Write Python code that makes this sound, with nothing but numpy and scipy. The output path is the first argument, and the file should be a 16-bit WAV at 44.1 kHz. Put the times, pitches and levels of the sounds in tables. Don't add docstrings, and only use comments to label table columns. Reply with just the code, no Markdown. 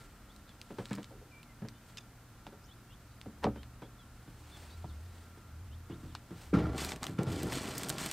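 import sys
import numpy as np
from scipy import signal
from scipy.fft import rfft, irfft
from scipy.io import wavfile
from scipy.ndimage import uniform_filter1d

SR = 44100
rng = np.random.default_rng(int(sys.argv[2]) if len(sys.argv) > 2 else 0)


def inscribe(sig):
    pcm = np.round(np.clip(np.atleast_2d(sig).T, -1, 1) * 32767)
    wavfile.write(sys.argv[1], SR, pcm.astype(np.int16))


N = 358091
TIME = np.arange(N) / SR
CABIN_T60_S = 0.07


def from_db(db):
    return 10 ** (np.asarray(db) / 20)


def unit_rms(x):
    return x / np.sqrt(np.mean(x ** 2) + 1e-20)


def at_hz(spectrum, hz):
    points_hz, points_db = np.transpose(spectrum)
    return np.interp(np.log(hz), np.log(points_hz), points_db)


def add(out, start_s, sound):
    i = max(round(start_s * SR), 0)
    out[i:i + len(sound)] += sound[:max(N - i, 0)]


def decay(t60_s, t):
    return np.exp(-np.log(1000) * t / t60_s)


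def drift(per_s):
    knots = rng.standard_normal(int(TIME[-1] * 200))
    return unit_rms(np.interp(TIME * per_s, np.arange(len(knots)), knots))


def filter_bank(count):
    edges = np.geomspace(22, 17000, count + 1)
    return [(np.sqrt(lo * hi), signal.butter(2, [lo, hi], "band", fs=SR, output="sos"))
            for lo, hi in zip(edges, edges[1:])]


def coloured(x, spectrum):
    size = 8192
    hz = np.maximum(np.arange(size // 2 + 1) * SR / size, 1)
    octaves_outside = np.abs(np.log2(hz / np.clip(hz, spectrum[0][0], spectrum[-1][0])))
    magnitude = from_db(at_hz(spectrum, hz) - 18 * np.minimum(octaves_outside, 4))
    cepstrum = irfft(np.log(magnitude))[:size // 2]
    cepstrum[1:] *= 2
    response = irfft(np.exp(rfft(cepstrum, size)))
    return signal.oaconvolve(x, response)[:len(x)]


def noise(spectrum):
    return unit_rms(coloured(rng.standard_normal(N), spectrum))


def grains(per_s, spread_db):
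    sizes = from_db(spread_db * np.minimum(rng.exponential(1, N), 5)) * rng.choice([-1, 1], N)
    return sizes * (rng.random(N) < per_s / SR)


def swell(start_s, hold_s, attack_s, release_s):
    before = np.maximum(start_s - TIME, 0) / attack_s
    after = np.maximum(TIME - start_s - hold_s, 0) / release_s
    return from_db(-20 * np.minimum(before + after, 10))


def swells(rows, attack_s):
    return np.sqrt(sum((from_db(level_db) * swell(start_s, hold_s, attack_s, release_s)) ** 2
                       for start_s, hold_s, release_s, level_db in rows))


def scattered(from_s, to_s, count, spread_db, tilt_spread_db):
    jitter, size, tilt = rng.random((count, 3)).T
    starts_s = from_s + (to_s - from_s) * (np.arange(count) + jitter) / count
    return zip(starts_s, spread_db * (2 * size - 1), tilt_spread_db * (2 * tilt - 1))


def ringing(modes, t, stretch=1):
    strengths = from_db(rng.normal(0, 1.46, len(modes))) * rng.choice([-1, 1], len(modes))
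    return sum(strength * from_db(db) * np.sin(2 * np.pi * hz * t) * decay(t60_s * stretch, t)
               for strength, (hz, db, t60_s) in zip(strengths, modes))


def struck(hits, modes, rattle_db):
    out, t = np.zeros(N), TIME[:SR // 3]
    looseness = 1 + from_db(rattle_db) * noise([(30, 9), (250, -7), (900, -13.5)])
    for start_s, peak_db in hits:
        ring = ringing(modes, t) * looseness[round(start_s * SR):][:len(t)]
        add(out, start_s, from_db(peak_db) * ring / np.abs(ring).max())
    return out


def blows(rows, modes, clatter_db, damping, sub_db, middle_db, top_db, rise_s, lag_s):
    out, t, bands = np.zeros(N), TIME[:SR * 2 // 3], filter_bank(count=13)[1:]
    median_t60_s = np.median(np.array(modes)[:, 2])
    for start_s, level_db, bass_db, tilt_db, t60_s in rows:
        spectrum = [(35, bass_db + 2 * sub_db), (70, bass_db + sub_db), (140, bass_db), (400, 0),
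                    (650, tilt_db * np.log2(650 / 400) + middle_db),
                    (1100, tilt_db * np.log2(1100 / 400)),
                    (4000, tilt_db * np.log2(10)), (13000, tilt_db * np.log2(10) + top_db)]
        body = ringing(modes, t, stretch=t60_s / median_t60_s)
        onset = 1 - np.exp(-t / rise_s)
        for k, (hz, bandpass) in enumerate(bands):
            clatter = rng.standard_normal(len(t)) * decay(t60_s * (400 / hz) ** damping, t)
            band = signal.sosfilt(bandpass, (body + from_db(clatter_db) * clatter) * onset)
            peak_rms = np.sqrt(uniform_filter1d(band ** 2, SR // 40, mode="constant").max())
            gain = from_db(level_db + at_hz(spectrum, hz)) / peak_rms
            delay_s = lag_s * np.sqrt(140 / hz)
            add(out, start_s + delay_s, (-1) ** k * gain * band)
    return out


def clicks(rows, spectrum, t60_s, tail_db):
    out, t = np.zeros(N), TIME[:SR // 6]
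    envelope = decay(t60_s, t) + from_db(tail_db) * decay(CABIN_T60_S, t)
    for start_s, peak_db, tilt_db in rows:
        tilted = [(hz, db + tilt_db * np.log2(hz / 4000)) for hz, db in spectrum]
        crack = coloured(rng.standard_normal(len(t)) * envelope, tilted)
        peak = 2 * crack[:SR // 500].std()
        add(out, start_s, from_db(peak_db) * crack / peak)
    return out


def cabin(x, wet_db):
    t = TIME[:SR // 6]
    tail = rng.standard_normal(len(t)) * decay(CABIN_T60_S, t)
    return x + from_db(wet_db) * signal.oaconvolve(x, tail / np.linalg.norm(tail))[:N]


def calls(rows, length_s, scoop_octaves, quaver, second_db):
    out, progress = np.zeros(N), np.linspace(0, 1, int(length_s * SR))
    envelope = np.sqrt(np.abs(np.sin(np.pi * progress)))
    for start_s, pitch_hz, glide_octaves, level_db in rows:
        octaves = glide_octaves * (progress - .5) + scoop_octaves * (2 * progress - 1) ** 2
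        hz = pitch_hz * 2 ** octaves * (1 + quaver * drift(198)[:len(progress)])
        phase = 2 * np.pi * np.cumsum(hz) / SR
        voices = np.sin(phase) + from_db(second_db) * np.sin(1.19 * phase)
        add(out, start_s, from_db(level_db) * envelope * voices)
    return out


# frequency_hz, density_db
AIR_SPECTRUM = [(22, -12.5), (38, 2), (50, -0.5), (68, -4), (95, -1.5), (135, -7), (250, -10.5), (400, -18),
                (1100, -20), (1400, -18.5), (2500, -28.5), (5000, -36), (8700, -60), (10000, -72),
                (15500, -54)]
# pitch_hz, relative_db
MACHINE_TONES = [(118.4, -63), (163, -74.5), (205, -76.5), (236.9, -71), (297, -76.5), (355, -83),
                 (709, -83.5), (1249, -82.5), (1367, -74)]


def outdoors():
    hum = 0
    for pitch_hz, relative_db in MACHINE_TONES:
        gain = from_db(relative_db + 2.8 * drift(5.4))
        phase = 2 * np.pi * pitch_hz * TIME + .5 * drift(8.3)
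        hum = hum + gain * unit_rms(np.sin(phase))
    return from_db(-57) * noise(AIR_SPECTRUM) + from_db(0.5) * hum


# peak_s, swell_s, level_db
BRUSHES = [(0, 0.18, -63), (.83, 0.35, -63.5), (1.9, 0.058, -61.5), (4.6, 0.36, -58.5), (5.19, 0.32, -66.5),
           (6.05, 0.2, -66.5), (6.42, 0.11, -54)]
# frequency_hz, density_db
CLOTH_SPECTRUM = [(300, 7), (1200, 2.5), (4500, -2), (6500, -6.5), (8500, -3), (10000, -12), (15500, -15)]


def cloth(rest_db=-73):
    motion = sum(from_db(level_db) * swell(peak_s, 0, swell_s, swell_s)
                 for peak_s, swell_s, level_db in BRUSHES)
    return (from_db(rest_db) + motion) * noise(CLOTH_SPECTRUM) * from_db(1.6 * drift(110))


# start_s, pitch_hz, glide_octaves, level_db
CHIRPS = [(.28, 3490, 0.34, -69), (.466, 3440, -0.4, -68.5), (1.73, 2950, .1, -71),
          (2.615, 5220, .45, -70.5), (2.682, 3250, 0.45, -66), (2.89, 2950, 0.35, -66),
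          (3.09, 3870, 0.058, -71.5), (3.565, 3140, 0.038, -68.5), (3.817, 3320, .1, -69),
          (3.978, 3300, -.2, -68.5), (4.514, 3490, -0.02, -61.5), (4.69, 3800, 0.11, -61),
          (4.87, 3690, -.55, -67.5), (5.702, 3130, .55, -68), (5.9, 3200, 0.71, -67),
          (6.085, 3200, -.4, -72)]
# start_s, pitch_hz, glide_octaves, level_db
WHISTLES = [(1.311, 2320, -0.0023, -60), (1.44, 2100, -0.26, -71)]


def birds():
    chirps = calls(CHIRPS, length_s=0.059, scoop_octaves=0.067, quaver=0.0226, second_db=-5.5)
    whistles = calls(WHISTLES, length_s=.11, scoop_octaves=0.063, quaver=.012, second_db=-19)
    return cabin(chirps + whistles, wet_db=1.5)


# start_s, peak_db, tilt_db_per_octave
TICKS = [(.3626, -48, 3.5), (.4923, -48.5, -2), (.615, -36.5, 0.5), (.856, -36.5, -1), (.9313, -36, 1),
         (1.0306, -42.5, 0), (1.044, -40.5, -2), (1.4306, -45, 0), (1.6861, -39, -0.5), (1.9719, -41, 0),
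         (1.9845, -46, -6), (2.4673, -40, -5), (3.2141, -39, -0.5), (3.4422, -26, -5), (3.4665, -35, -13),
         (3.6316, -42.5, -7), (6.1509, -30, -6)]
# frequency_hz, density_db
TICK_SPECTRUM = [(300, -36), (900, 0), (2000, 4), (4300, 8), (6500, -1), (8500, 0), (10000, -9.5),
                 (15500, -16)]


def seat_catches(rattle_db=-45):
    contacts = scattered(from_s=.88, to_s=.965, count=12, spread_db=8, tilt_spread_db=7.5)
    rattle = [(start_s, rattle_db + db, tilt_db) for start_s, db, tilt_db in contacts]
    return clicks(TICKS + rattle, TICK_SPECTRUM, t60_s=0.0036, tail_db=-17.5)


# start_s, level_db, bass_db, tilt_db_per_octave, t60_s
SEAT_KNOCKS = [(.703, -50, -3, -7, 0.14), (.783, -44, 2.5, -5.5, 0.15), (.908, -46.5, 3.5, -6, 0.086),
               (.980, -50.5, 2, -5, 0.12), (1.105, -52.5, -29, -15, .28), (1.213, -58, -18, -11, .12),
               (1.618, -60.5, 22, -4, 0.19), (1.648, -56, 3, -6, .1), (2.464, -56, -2, -6, .13),
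               (2.521, -55.5, -18, -7.5, 0.21), (3.258, -52.5, 7, -10, 0.13), (3.442, -37.5, -11, -8, 0.07),
               (3.449, -40.5, 3.5, -7, .06), (3.4655, -35, -2.5, -12, 0.15), (3.557, -53, -6, -5, 0.14),
               (3.818, -52.5, -2, -5, 0.18)]
# pitch_hz, relative_db, t60_s
SEAT_MODES = [(118.3, -2, 0.15), (197, -2, 0.12), (218.5, -10, 0.31), (287, -17, 0.5), (410, -6.5, 0.14),
              (477, -6, 0.13), (552, -5, 0.16), (575, -13.5, 0.18), (670, -11, 0.085), (757, -3, 0.11),
              (910, 1.5, 0.071), (1010, -10, 0.15), (1290, -10, 0.091), (1286, -6, 0.19), (1512, 1, 0.085),
              (1720, 1.5, 0.078)]


def seat_frame():
    return blows(SEAT_KNOCKS, SEAT_MODES, clatter_db=18.5, damping=0.047,
                 sub_db=-35, middle_db=-2.5, top_db=-23, rise_s=0.00012, lag_s=0.0022)


# start_s, peak_db
BASE_HITS = [(.786, -40), (.913, -31), (.933, -44), (.948, -38), (.976, -36.5), (1.621, -39)]
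# pitch_hz, relative_db, t60_s
BASE_MODES = [(198, 11, 0.17), (297, 8, 0.11), (1280, -4, 0.052), (1685, -3.5, 0.12), (1820, -5, .08),
              (2240, -9, .11), (2370, -13, 0.14)]


def seat_base():
    return struck(BASE_HITS, BASE_MODES, rattle_db=-12)


# start_s, peak_db
LATCH_HITS = [(1.9719, -35), (1.9845, -39)]
# pitch_hz, relative_db, t60_s
LATCH_MODES = [(1730, -8, 0.11), (2490, 0, .06), (2680, 1, 0.052), (3500, -7.5, 0.15), (3700, -6, .075),
               (4940, -11, 0.12), (5090, 0, 0.065), (5625, -9, 0.076), (6350, -7, 0.11), (7273, -8, 0.073),
               (8470, -11, 0.084), (11300, -15, .05)]


def latch():
    return struck(LATCH_HITS, LATCH_MODES, rattle_db=1)


# start_s, peak_db
STEP_HITS = [(2.467, -40.5), (3.4425, -23), (3.4665, -24.5), (3.824, -41), (4.843, -37)]
# pitch_hz, relative_db, t60_s
STEP_MODES = [(630, 7, 0.024), (725, 7, 0.039), (827, 6.5, 0.025), (946, -2.5, 0.058), (977, 1.5, 0.039),
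              (1170, -4, 0.045)]


def door_step():
    return struck(STEP_HITS, STEP_MODES, rattle_db=-10)


# start_s, hold_s, release_s, level_db
SWAYS = [(3.05, .3, .2, -61), (3.47, .03, 0.37, -45.5), (4.11, .02, 0.21, -56.5), (4.43, 0.28, .2, -54.5),
         (4.78, 0.21, 0.59, -46), (5.55, 0.24, 0.31, -47.5), (6.1, 0.046, .08, -49), (6.56, 0.14, 0.4, -40),
         (7.26, .1, 1, -49.5)]


def cabin_boom():
    pitch_hz = np.interp(TIME, [4.2, 4.9, 5.9, 6.45, 6.65], [70, 81, 82, 80.4, 67.4]) + 5 * drift(30)
    phase = 2 * np.pi * np.cumsum(pitch_hz) / SR
    return unit_rms(np.sin(phase)) * swells(SWAYS, attack_s=0.14)


# time_s, level_db
SCUFF_LEVELS = [(3.41, -80), (3.428, -50), (3.438, -34.5), (3.443, -50), (3.45, -66)]
# frequency_hz, density_db
SCUFF_SPECTRUM = [(300, 5), (1000, 4), (2000, -8), (4000, -18), (8500, -28), (14000, -33)]


def sole_scuff():
    times_s, levels_db = np.transpose(SCUFF_LEVELS)
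    envelope = from_db(np.interp(TIME, times_s, levels_db, left=-150, right=-150))
    return envelope * noise(SCUFF_SPECTRUM)


# start_s, level_db, bass_db, tilt_db_per_octave, t60_s
FLOOR_THUMPS = [(4.275, -65, 12, -3.5, .12), (4.840, -63.5, 18.5, -4.5, 0.23), (5.372, -61.5, -8, -6, .13),
                (5.896, -51.5, 4.5, -6, 0.32), (6.030, -61.5, 13.5, -5.5, 0.38), (6.305, -53, 5, -7, 0.26),
                (6.528, -33, -0.5, -20, 0.16), (6.537, -37.5, 11, -5.5, 0.4), (6.585, -41.5, -2, -5, 0.25),
                (7.081, -54, 12, -4, 0.58), (7.186, -45, 10, -4.5, 0.092), (7.266, -55, 20, -1, 0.25),
                (7.431, -42, 1.5, -9.5, 0.28)]
# pitch_hz, relative_db, t60_s
FLOOR_MODES = [(65.3, -15, 0.81), (91.3, -2, 0.56), (115.6, 0, 0.41), (132.2, 0.5, 0.19), (170, -2, 0.39),
               (198, -0.5, 0.15), (268.6, -0.5, 0.25), (311, -2.5, 0.46), (342, 4.5, 0.19),
               (424, -0.5, 0.2), (469.5, -8.5, 0.38), (586, -12.5, 0.15), (860, -9, 0.13), (1370, -5, 0.31)]


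def van_floor():
    return blows(FLOOR_THUMPS, FLOOR_MODES, clatter_db=15.5, damping=0.23,
                 sub_db=-15, middle_db=-5, top_db=-18, rise_s=0.00033, lag_s=0.0014)


# start_s, peak_db
PART_HITS = [(6.535, -29.5), (6.548, -36), (6.645, -34), (7.183, -39)]
# pitch_hz, relative_db, t60_s
PART_MODES = [(1220, 0, 0.13), (1340, 2, 0.17), (1395, 5, 0.11), (1580, -8, 0.12), (1900, -25, .1),
              (2310, -1, 0.052), (2460, -21, .1)]


def heavy_part():
    return struck(PART_HITS, PART_MODES, rattle_db=-5)


# start_s, length_s, rumble_db, jolt_s
PUSHES = [(6.55, 0.4, -44, 0.15), (7.026, 0.033, -49, 0.0034), (7.195, 0.873, -39.5, 0.023)]
# frequency_hz, gain_db
RUMBLE_SPECTRUM = [(45, -15), (70, -11.5), (130, 6.5), (230, 1.5), (350, 2.5), (480, -2), (700, -23.5),
                   (1500, -46.5)]
# frequency_hz, gain_db
SCRAPE_SPECTRUM = [(300, -19), (560, -1.5), (750, 2), (980, -0.5), (1400, -3), (2200, -11.5), (4000, -17),
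                   (9000, -31.5)]


def sliding_load(jolt_db=12, sag_db_per_s=5.5, scrape_db=-50, scrape_jolt_db=4):
    rumble_gain = scrape_gain = 0
    for start_s, length_s, rumble_db, jolt_s in PUSHES:
        moving = swell(start_s, length_s, attack_s=0.011, release_s=0.082)
        elapsed_s = np.maximum(TIME - start_s, 0)
        jolt = np.exp(-elapsed_s / jolt_s)
        rumble_gain += moving * from_db(rumble_db + jolt_db * jolt - sag_db_per_s * elapsed_s)
        scrape_gain += moving * from_db(scrape_db + scrape_jolt_db * jolt)
    judder = grains(per_s=450, spread_db=2.5)
    floor_response = ringing(FLOOR_MODES, TIME[:SR // 2], stretch=0.65)
    floor_ring = unit_rms(signal.oaconvolve(judder, floor_response)[:N])
    rumble = unit_rms(coloured(judder, RUMBLE_SPECTRUM)) + from_db(-8.5) * floor_ring
    grit = cabin(grains(per_s=1800, spread_db=3), wet_db=-3.5)
    scrape = coloured(grit, SCRAPE_SPECTRUM)
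    return rumble_gain * unit_rms(rumble) + scrape_gain * unit_rms(scrape)


# start_s, hold_s, release_s, level_db
GRABS = [(6.785, 0.12, 0.057, -44), (7.03, .02, 0.18, -53.5), (7.3, 0.38, 0.12, -50.5),
         (7.53, 0.035, 0.14, -41), (7.62, 0.15, 0.9, -47.5), (8.0, 0.019, 0.54, -42.5)]
# start_s, peak_db, tilt_db_per_octave
SNAPS = [(6.78, -31.5, 0), (6.8473, -28.5, 2), (6.9192, -27.5, -3.5), (6.9607, -38.5, 2.5),
         (7.031, -26.5, -0.5), (7.0409, -28, -1), (7.0673, -28.5, 0), (7.232, -39.5, 4), (7.431, -33.5, 10),
         (7.5225, -28.5, -4), (7.7805, -27.5, 10), (7.8334, -28.5, 3.5), (7.886, -32, 7), (7.8943, -25, 9),
         (7.8999, -23.5, 2.5), (7.983, -30, 2), (8.0606, -29.5, 7), (8.1134, -27, 2.5)]
# frequency_hz, gain_db
BAG_SPECTRUM = [(500, -3), (1500, 3), (3800, 0.5), (6500, -4), (8500, -1.5), (10000, -13), (13000, -11.5),
                (15500, -22)]


def bag(small_snap_db=5.5):
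    grip = swells(GRABS, attack_s=0.045)
    clumps = from_db(2.25 * drift(110))
    broadband = grains(per_s=870, spread_db=1.5)
    creases = 0
    for k, (_, bandpass) in enumerate(filter_bank(count=18)[9:]):
        flurry = from_db(1.1 * drift(55))
        impulses = (-1) ** k * broadband + grains(per_s=1200, spread_db=3.5)
        creases += signal.sosfilt(bandpass, impulses * flurry)
    crackle = unit_rms(coloured(cabin(creases * clumps, wet_db=-8), BAG_SPECTRUM))
    folds = scattered(from_s=GRABS[0][0], to_s=TIME[-1], count=60, spread_db=4, tilt_spread_db=4)
    small_snaps = [(start_s, small_snap_db + db + 20 * np.log10(np.interp(start_s, TIME, grip)), tilt)
                   for start_s, db, tilt in folds]
    return grip * crackle + clicks(SNAPS + small_snaps, BAG_SPECTRUM, t60_s=0.011, tail_db=-15)


def scene():
    ringing_parts = seat_base() + door_step() + heavy_part()
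    contacts = seat_frame() + sole_scuff() + latch() + seat_catches()
    loading = van_floor() + cabin_boom() + sliding_load() + bag()
    sound = ringing_parts + contacts + loading + cloth() + birds() + outdoors()
    return np.array([sound, sound])


# frequency_hz, density_db
MIC_SPECTRUM = [(25, 8), (100, -7.5), (700, -2.5), (3000, 0), (6000, 2.5), (8600, 1.5), (10000, 0),
                (15000, 0), (15700, -19)]


def record(dry, hiss_db=-67.5, cutoff_hz=15700):
    hiss = from_db(hiss_db) * np.array([noise(MIC_SPECTRUM), noise(MIC_SPECTRUM)])
    lowpass = signal.ellip(10, .1, 80, cutoff_hz, fs=SR, output="sos")
    return signal.sosfilt(lowpass, dry + hiss)


dry = scene()
out = record(dry)
inscribe(out)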